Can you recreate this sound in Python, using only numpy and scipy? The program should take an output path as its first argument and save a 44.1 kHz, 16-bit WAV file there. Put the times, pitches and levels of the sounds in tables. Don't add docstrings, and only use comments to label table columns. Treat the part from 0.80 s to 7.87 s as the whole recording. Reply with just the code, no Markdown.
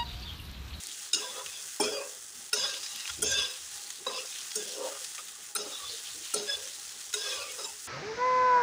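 import sys
import numpy as np
from scipy import signal
from scipy.fft import rfft, irfft, next_fast_len
from scipy.io import wavfile
from scipy.ndimage import uniform_filter1d, minimum_filter1d

SR = 44100
rng = np.random.default_rng(int(sys.argv[2]) if len(sys.argv) > 2 else 0)


def rack_gain(trim_db):
    fader = np.asarray(trim_db, float)
    return 10 ** (fader / 20)


def transcribe(u):
    v = np.clip(np.atleast_2d(u).T, -1, 1)
    q = np.round(v * 32767).astype(np.int16)
    wavfile.write(sys.argv[1], SR, q)


N = 311919


def rms_one(x):
    return x / np.sqrt(np.mean(x ** 2) + 1e-20)


def in_time(rows):
    s, *columns = np.transpose(rows)
    return [np.interp(np.arange(N) / SR, s, c) for c in columns]


def add_at(out, s, sound):
    at = round(s * SR)
    out[at:at + len(sound)] += sound


def band(x, low_hz, high_hz):
    edges = [low_hz, min(high_hz, .4 * SR)]
    return signal.sosfilt(signal.butter(2, edges, "band", fs=SR, output="sos"), x)


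def ring(x, hz, width_hz):
    r, w = np.exp(-np.pi * width_hz / SR), 2 * np.pi * hz / SR
    return signal.lfilter([.5, 0, -.5], [1, -2 * r * np.cos(w), r * r], x + 1e-18)


def focus(x, hz):
    width_hz = .12 * hz
    return ring(x, hz, width_hz) * 2 * np.pi * width_hz / SR


def sing(x, hz, width_hz):
    return ring(x, hz, width_hz) * np.sqrt(4 * np.pi * width_hz / SR)


def wander(spread_db, rate, size=N):
    r = np.exp(-80 * np.pi * rate / SR)
    slow = signal.lfilter([1], [1, -2 * r, r * r], rng.standard_normal(size // 40 + 1002))
    gain = rack_gain(spread_db * rms_one(slow)[1000:])
    return np.interp(np.arange(size) / 40, np.arange(len(slow) - 1000), gain)


def grains(per_s, spread_db):
    at = np.flatnonzero(rng.random(N) < per_s / SR)
    clicks, draw = np.zeros(N), rng.random((2, N))[:, at]
    size = np.minimum(-np.log(draw[0] + 1e-9), 4.6)
    clicks[at] = rack_gain(spread_db * size) * np.sign(draw[1] - .5)
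    return rms_one(clicks)


def coloured(x, spectrum, patchy_db):
    hz, db = np.transpose(spectrum)
    size = next_fast_len(N)
    octave, out = np.log2(np.fft.rfftfreq(size, 1 / SR) + 1), 0
    bins = rfft(x, size) * rack_gain(np.interp(octave, np.log2(hz), db, left=-70))
    for centre in np.arange(np.log2(hz[0]), np.log2(hz[-1]) + 1):
        share = np.clip(1 - abs(octave - centre), 0, 1)
        out = out + wander(patchy_db, 12.7) * irfft(bins * share, size)[:N]
    return rms_one(out)


# (frequency [Hz], level per Hz [dB])
BURNER_SPECTRUM = [(18, -51), (30, -49), (96, -2.5), (257, -1.5), (408, 5), (519, 0), (824, -1.5),
                   (955, -2), (1210, 6), (2500, -21), (3250, 5), (5500, -120)]


def burner():
    hiss = rack_gain(-62) * coloured(rng.standard_normal(N), BURNER_SPECTRUM, patchy_db=2.5)
    note = wander(3.0, 3.8) * sing(rng.standard_normal(N), hz=812, width_hz=40)
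    return hiss + rack_gain(-70) * note


# (time [s], peak level [dB])
JOLTS = [(.68, -64), (1.06, -60), (1.82, -59), (2.315, -52), (2.395, -48), (2.465, -50), (2.51, -51),
         (2.57, -52), (2.8, -61), (2.92, -68), (3.63, -68), (4.85, -65), (5.05, -53.5), (5.31, -62),
         (5.76, -60), (6.0, -66.5), (6.58, -59), (6.93, -68)]
# (frequency [Hz], width [Hz], level [dB])
ROCKING_MODES = [(76, 20, -5), (98, 20, -10), (48, 26, -11)]
# (time [s], peak level [dB], frequency [Hz])
BUMPS = [(0.042, -59, 315), (.33, -49, 316), (0.47, -59, 220), (0.639, -61, 165), (0.995, -36, 259),
         (1.541, -56, 221), (1.77, -50, 207), (2.125, -57.5, 230), (2.368, -46, 230), (2.37, -39.5, 306),
         (2.373, -52, 160), (2.43, -47.5, 226), (2.54, -52, 228), (1.9, -58, 304), (6.501, -66, 337),
         (0.349, -48, 317), (3.184, -51, 397), (3.252, -53, 227), (3.759, -50, 215), (3.84, -56, 208),
         (4.04, -55, 305), (4.761, -50, 224), (4.849, -48.5, 295), (5.082, -47, 450), (5.337, -50, 342),
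         (5.55, -43.5, 218), (6.8, -58, 235)]


def stand():
    clock = np.arange(N) / SR
    rise_db_per_s, fall_db_per_s, rest = 500, 200, rack_gain(-75)
    rocking = np.full(N, rest)
    for s, db in JOLTS:
        rocking += rack_gain(db + np.minimum(rise_db_per_s * (clock - s), fall_db_per_s * (s - clock)))
    push = rng.standard_normal(N) * rocking
    out = np.zeros(N)
    for hz, width, db in ROCKING_MODES:
        shudder = sing(sing(push, hz, width), hz, 2 * width) * np.sqrt(8 * width / SR)
        out += rack_gain(db) * wander(2.4, 5.3) * shudder
    sway_hz = 72 * wander(.6, 8.0)
    out += rack_gain(-5) * (rocking - rest) * np.sin(2 * np.pi * np.cumsum(sway_hz) / SR)
    t = np.arange(6000) / SR
    swell = t / 0.028 * np.exp(1 - t / 0.03)
    for s, db, hz in BUMPS:
        knock = band(sing(rng.standard_normal(8000), hz, 50.0), 96, 750)[2000:]
        add_at(out, s, rack_gain(db - 6.5) * swell * knock)
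    return out


# (frequency [Hz], level per Hz [dB])
CRACKLE_SPECTRUM = [(600, -42), (1100, -7), (1800, -12), (3300, 4), (4500, 2.5), (7000, -2)]


def crackle():
    clicks, dealt = grains(9000 * wander(1.5, 20), spread_db=2.5), rng.integers(0, 16, N)
    hz, db = np.transpose(CRACKLE_SPECTRUM)
    pitches = np.geomspace(800, 6500, 16)
    levels = rack_gain(np.interp(np.log(pitches), np.log(hz), db)) * np.sqrt(pitches)
    out = np.zeros(N)
    for k, f in enumerate(pitches):
        out += levels[k] * wander(4.8, 8.0) * sing(clicks * (dealt == k), f, 0.11 * f)
    return rms_one(out)


# (time [s], fizz level [dB], crackle level [dB])
FRY = [(0.0, -47, -44.5), (0.96, -43.5, -50), (1.52, -47, -74), (1.77, -47, -37), (1.91, -46, -40.5),
       (2.83, -45, -45.5), (3.21, -46.5, -46.5), (3.48, -44.5, -39), (4.17, -43, -51), (4.71, -48, -50.5),
       (4.92, -45.5, -41), (5.77, -44.5, -42.5), (6.3, -46.5, -45.5), (6.52, -43.5, -37),
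       (6.81, -44.5, -53), (7.07, -46, -52)]
# (frequency [Hz], level per Hz [dB])
FIZZ_SPECTRUM = [(880, -27.5), (1500, -7), (2050, -6.5), (2270, -14.5), (2540, -8), (3000, -8), (3410, -5),
                 (4040, -7.5), (6560, 1), (9010, -2), (10500, -5.5), (10900, -12), (13400, -21.5),
                 (14900, -7.5), (16000, -2)]


def fry():
    fizz_db, crackle_db = in_time(FRY)
    clumps = wander(.9, 18)
    fizz = coloured(grains(9000, spread_db=3.7), FIZZ_SPECTRUM, patchy_db=.6)
    return rack_gain(fizz_db + 4.0) * fizz * clumps + rack_gain(crackle_db - 3.5) * crackle()


# (time [s], peak level [dB], pitch [Hz])
SPITS = [(0.6619, -16, 2800), (1.941, -16, 3440), (2.0315, -17, 4960), (2.0635, -16, 5060),
         (2.1594, -18.5, 3600), (2.2, -18, 3860), (2.2058, -17, 4100), (2.2555, -18, 2600),
         (2.278, -18, 2940), (2.3, -16, 3400), (3.045, -27, 5600), (3.104, -11.5, 6500), (3.56, -19, 6000),
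         (3.5873, -18, 5600), (4.2457, -18, 4560), (4.3485, -17, 6600), (4.3807, -20, 2540),
         (4.485, -17.5, 6800), (5.855, -19, 5860), (5.875, -17, 5900), (6.0933, -23, 5400),
         (6.329, -13, 5530), (6.4691, -19, 5900), (6.721, -24, 6340)]


def spits():
    out, fade = np.zeros(N), np.exp(-np.arange(600) / (0.005 * SR))
    for s, db, hz in SPITS:
        burst = rack_gain(db - 17.5) * rng.standard_normal(600) * fade
        burst[0] = rack_gain(db)
        splash = rack_gain(-1.0) * band(burst, 1740, 7300) + rack_gain(-18.0) * band(burst, 7200, 18000)
        add_at(out, s, splash + rack_gain(-13.5) * ring(burst, hz, 0.11 * hz))
    return out


# (time [s], peak level [dB], centre frequency [Hz])
SNAPS = [(.0367, -20, 6040), (0.0702, -19, 8000), (.0865, -27, 5000), (0.116, -25, 5000), (.124, -28, 4500),
         (.147, -33, 3500), (.7736, -29, 10000), (.9602, -34, 10000), (.9847, -28, 11000),
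         (1.3234, -41, 8000), (1.3488, -34, 14500), (1.349, -27, 6700), (2.1326, -30, 8000),
         (2.161, -22, 9000), (2.277, -21, 2470), (2.5182, -19.5, 10000), (2.5731, -27, 10000),
         (2.74, -27, 3000), (2.914, -32, 8000), (2.9741, -28, 14500), (3.1343, -40, 10000),
         (3.251, -32, 2500), (3.7155, -23, 3300), (3.7185, -21, 3500), (4.0946, -36, 10000),
         (4.4538, -30, 10000), (4.6406, -31, 10000), (6.722, -27, 10000), (7.0284, -29, 10000)]


def snaps():
    out, fade = np.zeros(N), np.exp(-np.arange(300) / (.0004 * SR))
    for s, db, hz in SNAPS:
        burst = rng.standard_normal(300)
        burst[0] = 4
        click = band(burst * fade, .55 * hz, 1.6 * hz)
        add_at(out, s, rack_gain(db) * click / abs(click).max())
    return out


# (start time [s], end time [s], level [dB])
SQUEALS = [(.34, 0.386, -41.5), (.35, 0.424, -50), (0.401, 0.473, -49), (0.414, 0.504, -51.5),
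           (0.419, 0.473, -47.5), (0.528, 0.583, -48.5), (0.563, 0.622, -49.5), (.668, 0.698, -48),
           (1.005, 1.052, -39.5), (1.01, 1.09, -47), (1.06, 1.172, -48.5), (1.125, 1.187, -42.5),
           (1.13, 1.23, -49.5), (1.76, 1.85, -49), (1.784, 1.823, -41), (1.788, 1.846, -34.5),
           (1.8, 1.877, -41), (2.026, 2.115, -49.5), (2.431, 2.478, -41.5), (2.435, 2.53, -38.5),
           (2.46, 2.54, -40), (2.5, 2.527, -33.5), (2.507, 2.568, -39), (2.536, 2.593, -31.5),
           (2.541, 2.61, -40.5), (2.61, 2.658, -35), (3.271, 3.285, -33), (3.28, 3.376, -49.5),
           (3.704, 3.751, -50.5), (3.774, 3.839, -43.5), (3.787, 3.847, -52), (3.99, 4.06, -55),
           (4.0, 4.075, -42.5), (4.0, 4.083, -50), (4.117, 4.183, -54), (4.759, 4.82, -48.5),
           (4.799, 4.87, -50), (4.766, 4.81, -51), (4.92, 4.985, -47), (4.93, 4.968, -46),
           (5.0, 5.043, -49.5), (5.03, 5.09, -47), (5.68, 5.708, -31.5), (5.685, 5.755, -34),
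           (5.686, 5.715, -36), (5.723, 5.733, -33), (6.37, 6.6, -48), (6.42, 6.545, -48),
           (6.606, 6.657, -47), (6.79, 6.807, -47), (6.79, 6.86, -52), (6.84, 6.904, -54),
           (6.36, 6.43, -46), (6.45, 6.51, -49), (6.52, 6.57, -44), (6.55, 6.69, -52), (6.68, 6.72, -51),
           (6.45, 6.52, -48), (6.5, 6.57, -49), (3.3, 3.385, -48)]
SQUEAL_HZ = [2860, 3850, 1590, 1000, 3500, 3390, 1000, 2540, 3275, 2380, 3300, 4740, 2500, 6400, 7300, 5010,
             3460, 3900, 425, 6430, 7250, 5900, 1600, 3480, 2650, 3390, 3850, 522, 3300, 425, 1640, 1180,
             535, 930, 1200, 6300, 420, 1340, 3820, 3500, 1150, 3480, 5070, 3455, 1645, 5050, 3480, 1620,
             2420, 1330, 3850, 900, 5030, 2570, 2510, 1165, 2200, 5340, 3850, 1030]


def squeals():
    out = np.zeros(N)
    for (start, end, db), hz in zip(SQUEALS, SQUEAL_HZ):
        t = np.arange(round((start - .01) * SR), round((end + 0.014) * SR)) / SR
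        swell = np.interp(t, [start - .01, start + 0.011, end - .005, end + 0.013], [0, 1, 1, 0])
        pitch_hz = hz * wander(0.1, 40.0, size=N // 20)[:len(t)]
        tremor = wander(3.3, 60.0, size=N // 20)[:len(t)]
        tone = np.sin(2 * np.pi * np.cumsum(pitch_hz) / SR)
        add_at(out, t[0], rack_gain(db + 2.5) * swell * tremor * tone)
    return out


# (start time [s], length [s], force level [dB], brightness [dB], wall level [dB])
SKIDS = [(0.346, 0.25, -44.5, 4.5, -1), (1.007, 0.13, -30.5, -3, -5), (1.743, 0.24, -42, 8.5, 2),
         (2.022, 0.065, -67.5, 26, 16), (2.426, 0.1, -38.5, 1, -23), (3.267, 0.19, -39, -9, -3),
         (3.756, 0.49, -46, -1.5, -12.5), (3.972, 0.044, -34.5, -28, -19), (4.77, 0.15, -40, -1.5, -6),
         (5.549, 0.11, -36, -3, -10), (6.358, 0.41, -47.5, 5, -1), (6.775, 0.16, -44, 0, 0)]
# (peak time [s], length [s], force level [dB], brightness [dB], wall level [dB])
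DIGS = [(0.575, 0.24, -47.5, 0, 3), (0.75, 0.16, -66.5, 25.5, 3), (1.13, 0.074, -30, -12, -17),
        (1.193, 0.21, -35.5, -9, -6.5), (1.328, .14, -53, -22, -10), (1.855, 0.27, -44.5, 7, 5.5),
        (2.207, 0.4, -76.5, 32.5, 25), (2.295, 0.041, -69, 30, 28.5), (2.574, 0.37, -42, 13, 3),
        (3.367, 0.15, -54.5, 16, 5), (4.037, 0.24, -32, -35, -16), (4.143, 0.19, -54, 1, 5),
        (4.394, 0.046, -55.5, 9, 11.5), (4.92, 0.2, -56.5, 3, 9), (5.04, 0.16, -58, 10, 9),
        (5.732, 0.39, -46, 2.5, -5), (6.533, 0.48, -45.5, 6, 2.5), (6.674, 0.55, -51, -4, -24)]


def efforts():
    t, power = np.arange(N) / SR, np.full((3, N), 1e-14)
    rise_s, lift_s = 0.01, 0.01
    shapes = []
    for s, length, *levels in SKIDS:
        times = [s, s + rise_s, s + length, s + length + lift_s]
        shapes.append((times, [-40, 0, -13, -50], levels))
    for s, length, *levels in DIGS:
        half = length / 2
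        times = s + np.array([-half - lift_s, -half, -length * 0.15, 0, length * 0.14, half, half + lift_s])
        shapes.append((times, [-50, -20.5, -2.5, 0, -2.5, -20.5, -50], levels))
    for times, shape_db, (force_db, bright_db, wall_db) in shapes:
        span = slice(round(times[0] * SR), round(times[-1] * SR))
        part_db = np.array([[0], [wall_db], [bright_db]])
        power[:, span] += rack_gain(np.interp(t[span], times, shape_db) + force_db + part_db) ** 2
    return np.sqrt(power)


# (frequency [Hz], width [Hz])
FAMILIES = [
    [(420, 10), (510, 25), (560, 9.9), (630, 22)],
    [(820, 40), (1000, 38), (1140, 60), (1240, 66), (1400, 45), (1600, 30), (1900, 49), (2170, 70)],
    [(2480, 42), (2650, 18), (2860, 45), (3270, 55), (3460, 32), (3810, 49), (4270, 29)],
    [(4790, 48), (5020, 22), (5200, 45), (5450, 53), (5800, 19), (6100, 56), (6430, 6.7), (6850, 32),
     (7330, 8)],
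]
PARTNERS = [0.848, 0.665, 0.764, 1.247]
# (time [s], bowl frequency [Hz], wall frequency [Hz], blade frequency [Hz])
PLACE = [(.34, 398, 1450, 3770), (.45, 477, 1020, 3620), (.55, 520, 1250, 3600), (1.0, 420, 806, 3200),
         (1.07, 430, 1350, 3240), (1.12, 546, 1640, 3200), (1.2, 537, 1050, 2500), (1.72, 415, 1397, 3810),
         (1.82, 508, 1650, 3620), (2.05, 530, 1610, 3740), (2.25, 523, 1980, 3830), (2.3, 520, 1320, 3270),
         (2.42, 416, 1450, 3270), (2.5, 522, 1590, 3500), (2.65, 490, 1640, 3580), (3.26, 510, 1074, 3800),
         (3.35, 490, 1080, 3600), (3.42, 528, 1270, 2700), (3.75, 420, 1480, 3700), (3.85, 450, 1590, 3440),
         (3.93, 516, 1600, 2670), (3.99, 517, 960, 2980), (4.1, 542, 1230, 2930), (4.75, 420, 1340, 3770),
         (4.95, 503, 1170, 3700), (5.08, 444, 1110, 3440), (5.54, 417, 1340, 4270), (5.62, 433, 1365, 3800),
         (5.7, 547, 1630, 3530), (6.35, 400, 1510, 3730), (6.5, 514, 1700, 3480), (6.66, 523, 1230, 2430),
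         (6.8, 453, 1310, 3810), (6.84, 430, 1250, 3860), (6.87, 420, 880, 2700)]
# (touch-down frequency [Hz], dug-in frequency [Hz], settling time [s])
EDGE_SPOT = (5270, 4950, .08)


def drag():
    out, grit = np.zeros(N), grains(8000, spread_db=2.4) * wander(1.5, 40)
    t, starts = np.arange(N) / SR, np.array([0] + [skid[0] for skid in SKIDS])
    age = t - starts[np.searchsorted(starts, t, "right") - 1]
    bowl, wall, blade = efforts()
    edge = blade * rack_gain(-4 + 10.5 * np.exp(-age / 0.17))
    fresh_hz, dug_hz, settle_s = EDGE_SPOT
    spots = [*in_time(PLACE), dug_hz + (fresh_hz - dug_hz) * np.exp(-age / settle_s)]
    lag = .0003 * SR * np.log(wander(8.7, 3))
    for effort, modes, spot_hz, ratio in zip([bowl, wall, blade, edge], FAMILIES, spots, PARTNERS):
        force, near, shares = grit * effort, np.log(spot_hz[::40]), []
        lowest_hz, highest_hz = modes[0][0], modes[-1][0]
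        for hz, _ in modes:
            main = np.exp(-((np.log(hz) - near) / .07) ** 2)
            partner = np.exp(-((np.log(hz / ratio) - near) / .07) ** 2)
            shares.append(np.repeat(.17 + main + .45 * partner, 40)[:N] * wander(2.8, 14.0))
        fed = rack_gain(-3.07) * force / np.sqrt(sum(share ** 2 for share in shares))
        sound = rack_gain(-14) * force * np.sqrt(SR / highest_hz)
        for share, (hz, width_hz) in zip(shares, modes):
            bent = np.arange(N) - np.roll(lag, rng.integers(N))
            sound += np.interp(bent, np.arange(N), sing(fed * share, hz, width_hz))
        sound = band(sound, lowest_hz * 0.79, highest_hz * 1.62)
        out += band(sound, lowest_hz * 0.6, highest_hz * 1.74)
    return signal.sosfilt(signal.butter(8, 10600, fs=SR, output="sos"), out)


# (time [s], frequency [Hz], peak level [dB])
RINGS = [(0.334, 2830, -29), (0.344, 2824, -29), (.345, 4950, -26), (.345, 4280, -28), (.334, 7330, -25),
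         (.334, 6640, -32), (.334, 8060, -31), (1.001, 6270, -37), (1.008, 7380, -30), (1.008, 9020, -25),
         (1.006, 2400, -36), (.998, 824, -24.5), (.998, 630, -32), (.998, 312, -32), (1.731, 2720, -26),
         (1.739, 5800, -23), (1.738, 6210, -27), (1.729, 7600, -39), (1.73, 8570, -30), (1.73, 9730, -25),
         (1.735, 1920, -38), (2.423, 5100, -32), (2.426, 6030, -28), (2.426, 8000, -23.5),
         (2.425, 9660, -21.5), (2.426, 9050, -31), (2.426, 7600, -33), (2.426, 10600, -34),
         (2.426, 15200, -30), (3.266, 2580, -41), (3.264, 3854, -29.5), (3.265, 505, -30.5),
         (3.266, 1037, -34), (6.34, 2030, -38), (4.755, 1340, -30.5), (3.756, 6450, -29),
         (3.756, 7000, -32), (3.756, 4300, -43), (3.756, 8620, -25), (4.751, 8850, -25.5),
         (4.761, 8850, -34), (4.761, 4200, -32), (4.761, 6200, -29), (4.753, 3920, -33),
         (4.761, 10000, -30), (4.754, 2420, -42), (5.541, 4290, -32), (5.54, 5270, -34), (5.541, 5650, -30),
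         (5.541, 6460, -33.5), (5.54, 7100, -29), (5.54, 7770, -27), (5.541, 9020, -22), (6.339, 3760, -25),
         (6.339, 5200, -25), (6.338, 6680, -25), (6.35, 6380, -33), (6.34, 8800, -35), (6.34, 8040, -30),
         (6.34, 2800, -43)]


def rings():
    out, fade = np.zeros(N), np.exp(-np.arange(3000) / (0.0023 * SR))
    for s, hz, db in RINGS:
        tone = focus(ring(rng.standard_normal(3000) * fade, hz, width_hz=61), hz)
        add_at(out, s, rack_gain(db) * tone / abs(tone).max())
    return out


# (time [s], tip level [dB], edge level [dB], edge frequency [Hz], weight on the pan [dB])
LANDINGS = [(0.331, -19, -18.5, 5090, -43.5), (0.343, -24, -23.5, 5200, -41),
            (0.9995, -21, -24, 5400, -17.5), (1.0108, -22, -29, 5400, -24), (1.729, -15, -20, 5210, -33.5),
            (1.74, -22.5, -32, 4950, -39), (2.4204, -16, -23.5, 6900, -36), (2.4256, -21, -38, 6400, -27.5),
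            (3.2629, -38, -35, 4930, -32.5), (3.7551, -18, -24, 5530, -37), (3.766, -33, -33, 5500, -40),
            (4.7505, -14, -33, 5120, -44), (4.762, -21, -27.5, 5140, -35),
            (5.5385, -15, -30.5, 6190, -20.5), (6.3375, -22.5, -23, 5170, -39),
            (6.3541, -32.5, -35, 6420, -39), (6.8404, -44, -31, 5260, -45)]
# (tip level [dB], rise time [s])
SOFT_LANDING = [(-38, .002), (-31, .0004)]
# (frequency [Hz], width [Hz])
TIP_MODES = [(8000, 120), (8700, 17), (9700, 23.5), (11100, 290), (15100, 110)]


def clanks():
    out, t = np.zeros(N), np.arange(3500) / SR
    place_s, _, place_wall_hz, place_blade_hz = np.transpose(PLACE)
    pan_leads_s = 0.00151
    for s, tip_db, edge_db, edge_hz, pan_db in LANDINGS:
        rise_s = np.interp(tip_db, *np.transpose(SOFT_LANDING))
        fade = (1 - np.exp(-t / rise_s)) * np.exp(-t / (.002 + rise_s))
        flat_to_corner_hz = [5274, 5400]
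        wall_db = pan_db + np.interp(edge_hz, flat_to_corner_hz, [7.5, -5.5])
        blade_db = edge_db + np.interp(edge_hz, flat_to_corner_hz, [-2.5, -9.5])
        wall_hz = min(np.interp(s, place_s, place_wall_hz), 1440)
        blade_hz = np.interp(s, place_s, place_blade_hz)
        struck = [(pan_leads_s, pan_db, FAMILIES[0][0][0], 30.0),
                  (pan_leads_s, wall_db, wall_hz, 45.0),
                  (0, blade_db, blade_hz, 45.0),
                  (0, edge_db, edge_hz, 60.0),
                  (0, tip_db + 0.5, 9020, 900.0)]
        for (lead_s, db, hz, width_hz), modes in zip(struck, FAMILIES + [TIP_MODES]):
            force = rack_gain(db) * rng.standard_normal(3500) * fade / np.linalg.norm(fade)
            sound = focus(ring(force, hz, width_hz), hz)
            for f, w in modes:
                answer_db, bend = -15 + 2.2 * rng.standard_normal(), 1 + .015 * rng.standard_normal()
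                sound += rack_gain(answer_db) * focus(ring(force, f * bend, w * 1.3), f)
            sound += rack_gain(-21.0) * force
            add_at(out, s - lead_s - .0005, band(sound, modes[0][0] * 0.55, modes[-1][0] * 1.5))
        tick = band(rng.standard_normal(3500) * np.exp(-t / .0008), 12000, 18000)
        thud = band(rng.standard_normal(3500) * np.exp(-t / 0.013), 200, 710) * 10
        blow = rack_gain(tip_db - 8) * tick + rack_gain(pan_db - 26.5) * thud
        add_at(out, s - struck[-1][0] - .0005, blow)
    return out


def scene():
    spatula = clanks() + rings() + drag() + squeals()
    return np.tile(fry() + spits() + snaps() + spatula + stand() + burner(), (2, 1))


def band_limit(x):
    return signal.sosfilt(signal.butter(12, 16960, fs=SR, output="sos"), x)


def record(dry):
    duck_db, duck_s = -5, 0.031
    loud = uniform_filter1d(dry[0] ** 2, size=88)
    ahead = np.roll(-minimum_filter1d(-loud, size=round(duck_s * SR)), -round(duck_s * SR / 2))
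    before = signal.lfilter([.002], [1, -.998], loud)
    jump = np.clip(np.log10((ahead + 1e-12) / (before + 1e-12)) - 1.2, 0, 1)
    x = dry * rack_gain(duck_db * uniform_filter1d(jump, size=60))
    x = signal.sosfilt(signal.butter(2, 34, "high", fs=SR, output="sos"), x)
    x = signal.sosfilt(signal.cheby2(12, 45, 15950, fs=SR, output="sos"), x)
    return band_limit(x)


dry = scene()
out = record(dry)
transcribe(out)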